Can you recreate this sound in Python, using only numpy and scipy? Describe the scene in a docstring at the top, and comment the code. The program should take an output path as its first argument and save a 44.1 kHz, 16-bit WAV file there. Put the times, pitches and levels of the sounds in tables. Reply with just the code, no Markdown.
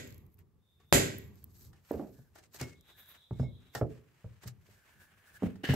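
"""A hammer blow dies away; then a sledge strikes a steel wedge jammed between a big tyre and its rim.
The blow is a push of air, a crack and ringing steel. Bumps on the hollow tyre boom and knock, and
contacts puff and sing; these ring on off hard walls. The loose wedge is jolted in a hand.
Flakes and steel contacts tick, hands and cloth scuff as fluttering noise, steel drags and grinds.
Low rumble, a narrow hiss that comes and goes and quiet air lie underneath."""
import sys
import numpy as np
from scipy import signal
from scipy.fft import rfft, irfft, next_fast_len
from scipy.io import wavfile
from scipy.ndimage import uniform_filter1d, map_coordinates

SR = 44100
rng = np.random.default_rng(int(sys.argv[2]) if len(sys.argv) > 2 else 0)


def to_wav(sig):
    """Store sig (one row per channel, or 1-D mono) as 16-bit WAV at the path in sys.argv[1].

    Samples outside -1..1 are clipped; the rate is SR.
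    """
    pcm = np.clip(np.atleast_2d(sig), -1, 1) * 32767
    pcm = np.round(pcm).astype(np.int16)
    wavfile.write(sys.argv[1], SR, pcm.T)  # frames by channels


N = 253564

# Spectra below: each row is frequency in Hz, relative density in dB per Hz.
# Levels are relative within their layer.

# Heavy wheel shuddering after hammer blows, and slow low swells.
# Each row: start in seconds, level in dB, t60 in seconds.
SHUDDERS = [(-.16, -47.5, 2.26), (.926, -31, .25), (1.0, -52, 4.3), (1.599, -62.5, 2), (2.4, -64, 2.5),
            (4.42, -60, 1.2), (4.66, -63.5, 1.2), (4.86, -68.5, 1.9), (5.3, -66, 2)]
SHUDDER_RISE_S, RUMBLE_BED_DB = .015, -75
THUD_SHUDDER_DB, THUD_SHUDDER_T60_S = -30, 1.1  # level over the louder part of each bump
# Spectrum of the rumble.
RUMBLE_SPECTRUM = [(12, -41.5), (20, -17), (86, 6.5), (143, -0.5), (232, -8.5), (266, -13), (415, -13),
                   (565, -33), (1200, -27.5), (1560, -54), (2640, -120)]
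# Narrow hiss, heard twice. Each row of a span: time in seconds, level in dB.
HISS_SPANS = [
    [(0.58, -106), (0.656, -80.5), (0.9, -76)],
    [(2.75, -80.5), (2.9, -70.5), (3.2, -69.5), (3.74, -70.5)],
]
# Spectrum of each hiss.
HISS_SPECTRA = [
    [(3250, -25.5), (3500, -1.5), (3700, 1), (3950, -27)],
    [(3000, -24), (3300, -3), (3950, 1), (4250, -28)],
]
HISS_FLARE_DB = -9  # the second hiss flares with the rustles
# Quiet air and microphone: spectrum.
AIR_SPECTRUM = [(290, -31.5), (500, 2), (686, -1), (915, -3.5), (1800, -7), (2430, -10.5), (6950, -15),
                (9670, -17), (12200, -12.5), (15500, -14.5)]
# Air level. Each row: time in seconds, level in dB.
AIR_LEVEL = [(0, -85), (.85, -85), (1.3, -79.5), (5.75, -80.5)]
# Diffuse sound. Each row: frequency in Hz, left-right likeness from 0 to 1.
LIKENESS = [(60, .82), (250, .65), (1000, .5), (4000, .2), (12000, .2)]
# Decay of the walls' answer. 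Each row: frequency in Hz, t60 in seconds.
WALL_T60 = [(80, 0.28), (300, 0.51), (1000, 0.12), (4000, 0.11), (14000, 0.18)]

# Hands, cloth and steel brushing; rise and fall span 20 dB. Each row: peak time in seconds,
# rise in seconds, fall in seconds, rub in dB, coarse part over the rub in dB, rustle in dB.
STROKES = [(.07, .3, .25, -94, 0, -69.5), (.33, .04, .04, -92, 0, -78),
           (.392, 0.014, 0.036, -74.5, 6, -77.5), (.81, .03, 0.0987, -85, 8.5, -100),
           (1.22, .4, 0.13, -85.5, -10.5, -67.5), (1.39, .1, 0.097, -75.5, -1.5, -75),
           (1.63, 0.152, 0.087, -65, -9, -62.5), (1.77, 0.064, 0.096, -81, 5.5, -87),
           (1.92, .1, 0.19, -66, 2.5, -66.5), (2.15, .4, 0.18, -78, -5.5, -74),
           (2.39, 0.055, .03, -67, 3.5, -74.5), (2.44, .02, 0.038, -67, 0, -80),
           (2.549, 0.027, 0.058, -55, -5, -58.5), (2.612, 0.035, .04, -51.5, 4, -58.5),
           (2.64, 0.073, .13, -60.5, 2, -71), (2.9, 0.075, .05, -74.5, 9.5, -71.5),
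           (3.0, 0.044, 0.065, -70.5, 8.5, -59), (3.095, 0.04, .075, -72, 9, -57.5),
           (3.15, .1, 0.093, -75.5, 8.5, -78.5), (3.41, .12, .08, -73, 2, -77.5),
           (3.68, 0.157, 0.11, -84.5, 11.5, -86), (3.755, .03, 0.075, -60, 3.5, -60),
           (3.93, 0.114, 0.099, -75.5, 6.5, -80), (4.2, 0.61, 0.77, -81.5, 8.5, -88.5),
           (4.436, 0.024, 0.021, -62, 3, -73.5), (4.478, .02, 0.036, -55, -3, -64),
           (4.711, 0.123, 0.18, -74, 3.5, -76), (4.87, 0.055, 0.14, -76.5, 10.5, -81),
           (5.016, .05, .06, -75, 7, -71.5), (5.25, .5, 0.88, -84, 15, -92),
           (5.439, 0.044, .14, -70.5, 14, -74)]
STROKE_ROUND = 1.6  # exponent: 1 = pointed peak, 2 = bell
# Fine rub: spectrum.
RUB_SPECTRUM = [(2500, -20), (4000, -1), (8000, -1), (10000, -13.5), (12000, -22)]
# Dust and rustle: spectrum.
RUSTLE_SPECTRUM = [(9000, -28), (11500, -5), (12500, 0.5), (15500, -10)]
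# Coarse rub: spectrum.
SCRAPE_SPECTRUM = [(450, -6.5), (900, -6), (1700, -2), (2900, -6), (5000, -23)]
# Narrow scraping tone, longest as the hammer head slides on the ground.
# Each row of a span: time in seconds, level in dB.
DRAG_SPANS = [
    [(2.13, -84), (2.2, -76), (2.27, -84)],
    [(2.86, -82), (2.92, -70), (3.2, -78.5)],
    [(4.6, -82), (4.8, -72), (5.012, -65), (5.13, -73), (5.37, -67), (5.4, -79.5)],
]
# Scraping tone: spectrum.
DRAG_SPECTRUM = [(1300, -25), (1500, -4), (1600, -7), (1720, 0), (1900, -25)]
# Hammer head grinding over a steel edge. Each row: time in seconds, level in dB, rustle in dB.
GRIND = [(5.634, -52, -76), (5.643, -40, -70.5), (5.7, -37, -66), (5.735, -38.5, -64.5), (5.75, -42, -50)]
GRIND_RUB_DB = -24  # fine rub over the grind
# The steel edge sings in two bands: spectrum.
GRIND_SPECTRUM = [(600, -16), (1200, -15), (1500, -8), (1780, 0), (2050, -5), (2350, -15), (2900, -2),
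                  (3300, -12), (4500, -17), (9000, -30)]

# Short bright ticks: rust, grit and the bright edge of steel contacts.
# Each row: start in seconds, level in dB, lower part over it in dB.
TICKS = [(0.0753, -50.5, -7), (0.1057, -54.5, -4), (0.1248, -55, -1.5), (0.1446, -52.5, -8),
         (0.1804, -54.5, -12), (0.2655, -63.5, -17), (0.3424, -60, -30), (0.39, -57, -22.5),
         (1.1844, -39, -31), (1.442, -40, -24), (1.916, -45.5, -21), (2.355, -61.5, -5.5),
         (2.383, -60.5, -5), (2.5452, -48, 0.5), (2.614, -40, 5), (2.81, -59, -3), (3.0594, -58.5, -8),
         (3.75, -38, -12), (4.4343, -56.5, -5), (4.4765, -41.5, -11.5), (5.739, -38, -6)]
SHOWER_S = (.25, .65)  # span after each blow in which small flakes fall
SHOWER_DB, SHOWER_LOW_DB = -63, -15  # mean level over the blow's strength; lower part over the tick

# Steel touching steel or stone. Each row: start in seconds, level in dB.
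CLINKS = [(0.7997, -60.5), (1.73, -52), (2.3555, -44.5), (2.3842, -45.5), (2.5446, -41.5), (2.6096, -29.5),
          (2.9039, -54), (3.3936, -50), (3.7495, -24), (3.7746, -38.5), (4.4342, -41), (4.4745, -50.5),
          (5.5553, -49.5), (5.6381, -46), (5.738, -29)]
CLINK_T60_S = .057
# Gritty puff of a contact: spectrum.
PUFF_SPECTRUM = [(240, -23), (400, -0.5), (503, -14.5), (809, -6), (1070, -17), (1820, -11.5), (2400, -32),
                 (2800, -22.5), (5570, -22), (15500, -36.5)]
# Modes of the loose wedge. Each row: frequency in Hz, level in dB, t60 in seconds.
WEDGE_MODES = [(2175, 0, .3), (5367, -3, .2), (6804, -9, .15)]
# Jolts of the wedge in the hand. Each row: start in seconds, level in dB, upper-mode gain in dB.
TAPS = [(2.615, -46, -4), (2.71, -60, -20), (3.33, -72, -20), (3.40, -68, 9), (3.437, -58, -14),
        (3.75, -62, 12)]
GRIP_S = .085  # fingers close on the wedge and stop its ring
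# Small bright knock: start in seconds, then modes of frequency in Hz, level in dB, t60 in seconds.
PING = (.803, [(1130, -65, .08), (4600, -78, .06)])

# Bumps on the tyre. Each row: start in seconds, knock in dB, boom in dB, boom pitch in Hz,
# knock t60 in seconds.
THUDS = [(1.909, -22, -41, 286, 0.06), (1.937, -32.5, -39.5, 80.3, 0.2), (1.995, -32, -32, 271.5, .095),
         (2.022, -44, -35.5, 215, .26), (2.184, -58, -46.5, 131.6, 0.073), (2.611, -39.5, -32, 138, 0.12),
         (3.309, -35, -29, 122.2, 0.052), (3.396, -31.5, -21.5, 133.7, 0.043),
         (3.428, -42, -40.5, 134.4, 0.087), (3.49, -65.5, -51, 117, .05), (3.756, -42, -38, 135, 0.045),
         (3.812, -23, -23, 129.2, 0.078), (4.243, -49, -36, 112.3, .051),
         (4.457, -50.5, -35.5, 124.5, 0.048), (4.686, -58, -56, 103.6, 0.057),
         (5.422, -29, -30, 246.4, 0.058), (5.432, -27.5, -22, 200, .059), (5.45, -41, -33, 102.6, 0.057),
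         (5.459, -34, -38, 183, .08), (5.636, -34.5, -35.5, 279, 0.088), (5.69, -30, -17, 140, .11),
         (5.736, -25.5, -29.5, 225, 0.032)]
# Tyre wall resonances. Each row: frequency in Hz, width in Hz, level in dB.
CASING = [(231.5, 89, -1.5), (417, 86, 1), (594, 121, -2), (808, 172, -6.5), (1270, 510, -16.5)]
RUBBER_HZ = 1070  # soft contact passes little above this
BOOM_CYCLES, KNOCK_PAN_DB = 3.83, -4.5  # pan is left minus right

# Hammer on wedge; the first is heard only dying away. Each row: start in seconds, strength in dB.
BLOWS = [(-.16, -5.5), (.926, 0.5)]
# First instant of the blow: spectrum.
CRACK_SPECTRUM = [(300, -10.5), (1500, 1.5), (8000, -3), (12500, -4.5), (14500, -25)]
# Wedge and rim under the hammer. Each row: frequency in Hz, level in dB, t60 in seconds.
RIM_MODES = [(60, -1, .3), (103, -4, .6), (137, -4, .6), (242, -2, .5), (300, -5, .45), (390, 1, .5),
             (496, -4, .45), (618, -8, .35), (846, -13, .3), (1561, -13, .25), (1918, -12, .4),
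             (1992, -11, .45), (2067, -13, .4), (2217, -14, .4), (2580, -13, .33), (2869, -14, .34),
             (3876, -17, .38), (4355, -15, .2), (4872, -14, .28), (5970, -13, .2), (6451, -14, .3),
             (6993, -11, .25), (7082, -12, .25), (7488, -13, .38), (7643, -1, .25), (11177, -15, .25),
             (12305, -17, .17)]
# Dense clatter of the steel: spectrum.
CLANG_SPECTRUM = [(24, -50), (40, -20), (241, -6), (333, -7), (397, -5), (1160, -19.5), (1530, -16),
                  (2580, -18), (3390, -18), (4930, -21), (5450, -23), (7540, -12.5), (8540, -29.5),
                  (12100, -18.5), (15500, -47)]
# Decay of the clatter. Each row: frequency in Hz, t60 in seconds.
CLANG_T60 = [(60, 0.79), (250, 0.54), (900, .35), (2000, 0.5), (7500, 0.38), (9500, 0.33), (14000, 0.32)]
# The blow at the two ports. Each row: frequency in Hz, left minus right in dB.
LEAN = [(60, -3), (110, -1), (200, 1.5), (380, -1), (700, 0.5), (1290, 1), (2380, -1), (4400, -1.5),
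        (8120, -7), (15000, -1)]

LOW_HZ, TOP_HZ = 28, 15700  # microphone low corner, recorder band limit


def amp(db):
    """dB to gain."""
    return 10 ** (np.asarray(db) / 20)


def unit(x):
    """x at rms 1."""
    return x / np.sqrt(np.mean(x ** 2) + 1e-20)


def along(points, hz):
    """(Hz, value) points read on a log axis."""
    f, v = np.transpose(points)
    return np.interp(np.log(hz + 1), np.log(f + 1), v)


def curve(spans, axis):
    """One table column per sample; outside a span column 1 is -140 dB, others 0 dB."""
    t = np.arange(N) / SR
    out = np.full(N, -140. * (axis == 1))
    for rows in map(np.array, spans):
        inside = (t >= rows[0, 0]) & (t <= rows[-1, 0] + .024)  # last value holds briefly
        out[inside] = np.interp(t[inside], rows[:, 0], rows[:, axis])
    return out


def sparse(shape):
    """A slow function of time, computed every millisecond and joined up."""
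    t = np.arange(0, N / SR + .001, .001)
    return np.array([np.interp(np.arange(N) / SR, t, row) for row in np.atleast_2d(shape(t))])


def wobble(rate_hz):
    """A smooth random curve, rate_hz knots a second."""
    knots = rng.standard_normal(int(N * rate_hz / SR) + 4)
    return map_coordinates(knots, [np.arange(N) * rate_hz / SR])


def filtered(x, response):
    """x times a complex response of frequency."""
    m = next_fast_len(x.shape[-1] + 8192)
    spectrum = rfft(x, m) * response(np.fft.rfftfreq(m, 1 / SR))
    return irfft(spectrum, m)[..., :x.shape[-1]]


def noise(spectrum, size=N):
    """Stereo noise of rms 1, alike in the bass and unlike in the treble."""
    def shape(hz):
        turn = np.arccos(np.clip(along(LIKENESS, hz), 0, 1)) / 2
        return amp(along(spectrum, hz)) * [np.cos(turn), np.sin(turn)]

    mid, side = filtered(rng.standard_normal((2, size)), shape)
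    return unit(np.array([mid + side, mid - side]))


def dying(x, t60s):
    """Each frequency of x fades at its own speed."""
    hz, t, z = signal.stft(x, SR, nperseg=256)
    fade = amp(-60 * t / along(t60s, hz)[:, None])
    return signal.istft(z * fade, SR, nperseg=256)[1][..., :x.shape[-1]]


def ring(modes, t, scatter_db):
    """Sum of damped sine modes, each level scattered at random by scatter_db."""
    total = 0
    for hz, db, t60_s in modes:
        fade = amp(db + rng.normal(0, scatter_db) - 60 * t / t60_s)
        total = total + fade * np.sin(2 * np.pi * hz * t)
    return total


def add(out, start_s, x, lag_s=0.):
    """Mixes x in at start_s; the left port hears it lag_s later."""
    stereo = np.broadcast_to(x, (2, x.shape[-1]))
    for side, when_s in enumerate((start_s + lag_s, start_s)):
        i = round(when_s * SR)
        part = stereo[side, max(-i, 0):N - i]
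        out[side, max(i, 0):max(i, 0) + len(part)] += part


def strokes(t):
    """Gains of rub, coarse rub and rustle: each stroke swells to its peak and fades."""
    power = 0
    for peak_s, rise_s, fall_s, rub_db, coarse_db, rustle_db in STROKES:
        distance = np.where(t < peak_s, (peak_s - t) / rise_s, (t - peak_s) / fall_s)
        shape = amp(-40 * distance ** STROKE_ROUND)  # power: -20 dB at distance 1
        power = power + amp([[rub_db], [rub_db + coarse_db], [rustle_db]]) ** 2 * shape
    return np.sqrt(power)


def shudder(t):
    """Gain of the rumble: a steady bed, raised by each jolt of the wheel."""
    rows = list(SHUDDERS)
    for s, knock_db, boom_db, *_ in THUDS:
        rows.append((s, max(knock_db, boom_db) + THUD_SHUDDER_DB, THUD_SHUDDER_T60_S))
    power = amp(RUMBLE_BED_DB) ** 2
    for s, db, t60_s in rows:
        after_s = np.maximum(t - s, 0)
        rise = 1 - np.exp(-after_s / SHUDDER_RISE_S)
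        power = power + amp(db - 60 * after_s / t60_s) ** 2 * rise
    return np.sqrt(power)


def flare(t):
    """Rustle gain within the span of the second hiss."""
    rows = HISS_SPANS[1]
    return strokes(t)[2] * (t > rows[0][0]) * (t < rows[-1][0])


def yard():
    """Low rumble in lumps, a narrow hiss and quiet air, all shaped noise."""
    lumps_db = 3 * wobble(15)
    rumble = sparse(shudder) * amp(lumps_db) * noise(RUMBLE_SPECTRUM)
    first, second = (amp(curve([rows], axis=1) + 2.4 * wobble(22)) for rows in HISS_SPANS)
    second = second + sparse(flare) * amp(HISS_FLARE_DB)
    hiss = first * noise(HISS_SPECTRA[0]) + second * noise(HISS_SPECTRA[1])
    air = amp(curve([AIR_LEVEL], axis=1)) * noise(AIR_SPECTRUM)
    return rumble + hiss + air


def walls(x):
    """Diffuse answer of the walls: a fresh decaying noise tail for each quarter second of sound."""
    out, step = np.zeros((2, N)), SR // 4
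    for i in range(0, N, step):
        tail = dying(noise([(20, 0), (16000, 0)], size=SR // 2), WALL_T60)
        tail = tail / np.linalg.norm(tail[0])
        add(out, i / SR + .012, signal.fftconvolve(x[:, i:i + step], tail, axes=1))
    return out


def scuffs():
    """Rubbing surfaces catch unevenly, so their level flutters; dust falls in tiny grains."""
    fine, coarse, rustle = sparse(strokes)
    grind = amp(curve([GRIND], axis=1))
    grinding = np.arange(N) > GRIND[0][0] * SR
    rustle = rustle + amp(curve([GRIND], axis=2)) * grinding
    rub = (fine + amp(GRIND_RUB_DB) * grind) * noise(RUB_SPECTRUM)
    rub = rub + coarse * noise(SCRAPE_SPECTRUM) + grind * noise(GRIND_SPECTRUM)
    rub = amp(2.3 * wobble(60) + 1.5 * wobble(300)) * rub
    dust = rustle * amp(2.2 * wobble(600)) * noise(RUSTLE_SPECTRUM)
    drag_db = curve(DRAG_SPANS, axis=1) + 2.85 * wobble(25) + 3.5 * wobble(8)
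    return rub + dust + amp(drag_db) * noise(DRAG_SPECTRUM)


def shower(count):
    """Small flakes at chance moments after each blow."""
    rows = []
    for s, db in BLOWS:
        for _ in range(count):
            rows.append((s + rng.uniform(*SHOWER_S), db + SHOWER_DB + rng.normal(0, 3), SHOWER_LOW_DB))
    return rows


def ticks():
    """Millisecond noise ticks, mostly very high, from flakes and steel contacts."""
    out, t = np.zeros((2, N)), np.arange(SR // 50) / SR
    for s, db, low_db in list(TICKS) + shower(count=5):
        tick = noise(RUSTLE_SPECTRUM, size=len(t)) + amp(low_db) * noise(RUB_SPECTRUM, size=len(t))
        add(out, s, amp(db + 2.5 - 60 * t / 0.011) * tick)
    return out


def clinks():
    """A gritty puff for each contact; the loose wedge sings when jolted."""
    out, t = np.zeros((2, N)), np.arange(SR // 2) / SR
    for s, db in CLINKS:
        puff = noise(PUFF_SPECTRUM, size=len(t)) * (1 - np.exp(-t / 0.0022))
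        add(out, s, amp(db - 4.5 - 60 * t / CLINK_T60_S) * puff)
    onset = 1 - np.exp(-t / .003)
    grip = np.exp(-(t / GRIP_S) ** 4)
    for s, db, upper_db in TAPS:
        song = ring(WEDGE_MODES[:1], t, scatter_db=1.5)
        song = song + amp(upper_db) * ring(WEDGE_MODES[1:], t, scatter_db=0)
        add(out, s, amp(db) * song * onset * grip)
    add(out, PING[0], ring(PING[1], t, scatter_db=1) * onset)
    return out


def tyre_wall(f):
    """Soft contact driving the wall: alternating-sign resonances under a rubber low-pass."""
    wall = 0
    for k, (centre, width, db) in enumerate(CASING):
        wall = wall + (-1) ** k * amp(db) * 1j * f * width / (centre ** 2 - f * f + 1j * f * width)
    return wall / (1 + 1j * f / RUBBER_HZ) ** 2


def tyre():
    """The air inside booms for a few cycles; a short rough shove knocks the wall's resonances."""
    out, t = np.zeros((2, N)), np.arange(SR // 2) / SR
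    pan = amp(KNOCK_PAN_DB * np.array([[.5], [-.5]]))
    for s, knock_db, boom_db, hz, t60_s in THUDS:
        phase = 2 * np.pi * hz * t
        held = np.exp(-(t * hz / BOOM_CYCLES) ** 2) * (1 - np.exp(-t / 0.0033))  # rubber chokes the boom
        # the dented wall bends the pitch about
        sway = 1.34 * np.sin(2 * np.pi * rng.uniform(15.4, 34.3, (2, 1)) * t)
        upper = 0.28 * np.sin(phase * rng.uniform(1.408, 1.9))  # a weaker, unrelated air mode
        lower = 0.34 * np.sin(phase * 0.6)  # the whole tyre heaves
        boom = -held * (np.sin(phase + 0.12 * sway[0] + 0.44 * sway) + upper + lower)
        shove = amp(-60 * t / t60_s) * rng.standard_normal(len(t))
        shove[:8] -= 1.6  # the first contact pushes the wall inward
        knock = filtered(shove, tyre_wall)
        knock = knock / np.abs(knock).max() * pan
        add(out, s, amp(boom_db) * boom + amp(knock_db + 2.0) * knock, lag_s=.00005)
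    return out


def hammer():
    """A sharp inward push of air, then steel modes over a dense clatter that fades band by band."""
    out, t = np.zeros((2, N)), np.arange(SR) / SR
    # countless small modes crowd unevenly
    crowd = unit(uniform_filter1d(rng.standard_normal(SR // 20), size=7))
    crowd_hz = np.linspace(0, SR / 2, len(crowd))

    def ragged(hz):
        return amp(2.5 * np.interp(hz, crowd_hz, crowd))

    for s, db in BLOWS:
        u = (t - .0004) / 0.00012
        push = -amp(-1.0) * (1 - 0.22 * u * u) * np.exp(-u * u / 2)  # a dip, small rebound on each side
        crack = amp(-7.0 - 60 * t / 0.0064) * noise(CRACK_SPECTRUM, size=SR) * (1 - np.exp(-t / .0004))
        clatter = amp(-18.0) * dying(filtered(noise(CLANG_SPECTRUM, size=SR), ragged), CLANG_T60)
        bloom = 1 - np.exp(-t / 0.0077)  # the blow takes a while to spread round the rim
        steel = clatter + amp(-26.0) * bloom * ring(RIM_MODES, t, scatter_db=0)
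        swell = 1 - np.exp(-t / 0.0056)
        add(out, s, amp(db) * (push + crack), lag_s=.0001)
        add(out, s, amp(db) * swell * steel, lag_s=0.00044)  # the rim lies nearer the right port
    return filtered(out, lambda hz: amp(along(LEAN, hz) * [[.5], [-.5]]))


def scene():
    """Mixes all layers; bumps and clinks ring on in the yard."""
    bumps, steel = tyre(), clinks()
    echo = walls(amp(-9.5) * bumps + amp(-7.0) * steel)
    return yard() + echo + scuffs() + ticks() + steel + bumps + hammer()


def record(dry):
    """The microphone loses the deepest bass; the recorder clips at full scale and has a band limit."""
    heard = filtered(dry, lambda hz: (1j * hz / (LOW_HZ + 1j * hz)) ** 2)
    return filtered(np.clip(heard, -1, 1), lambda hz: hz < TOP_HZ)


dry = scene()
out = record(dry)
to_wav(out)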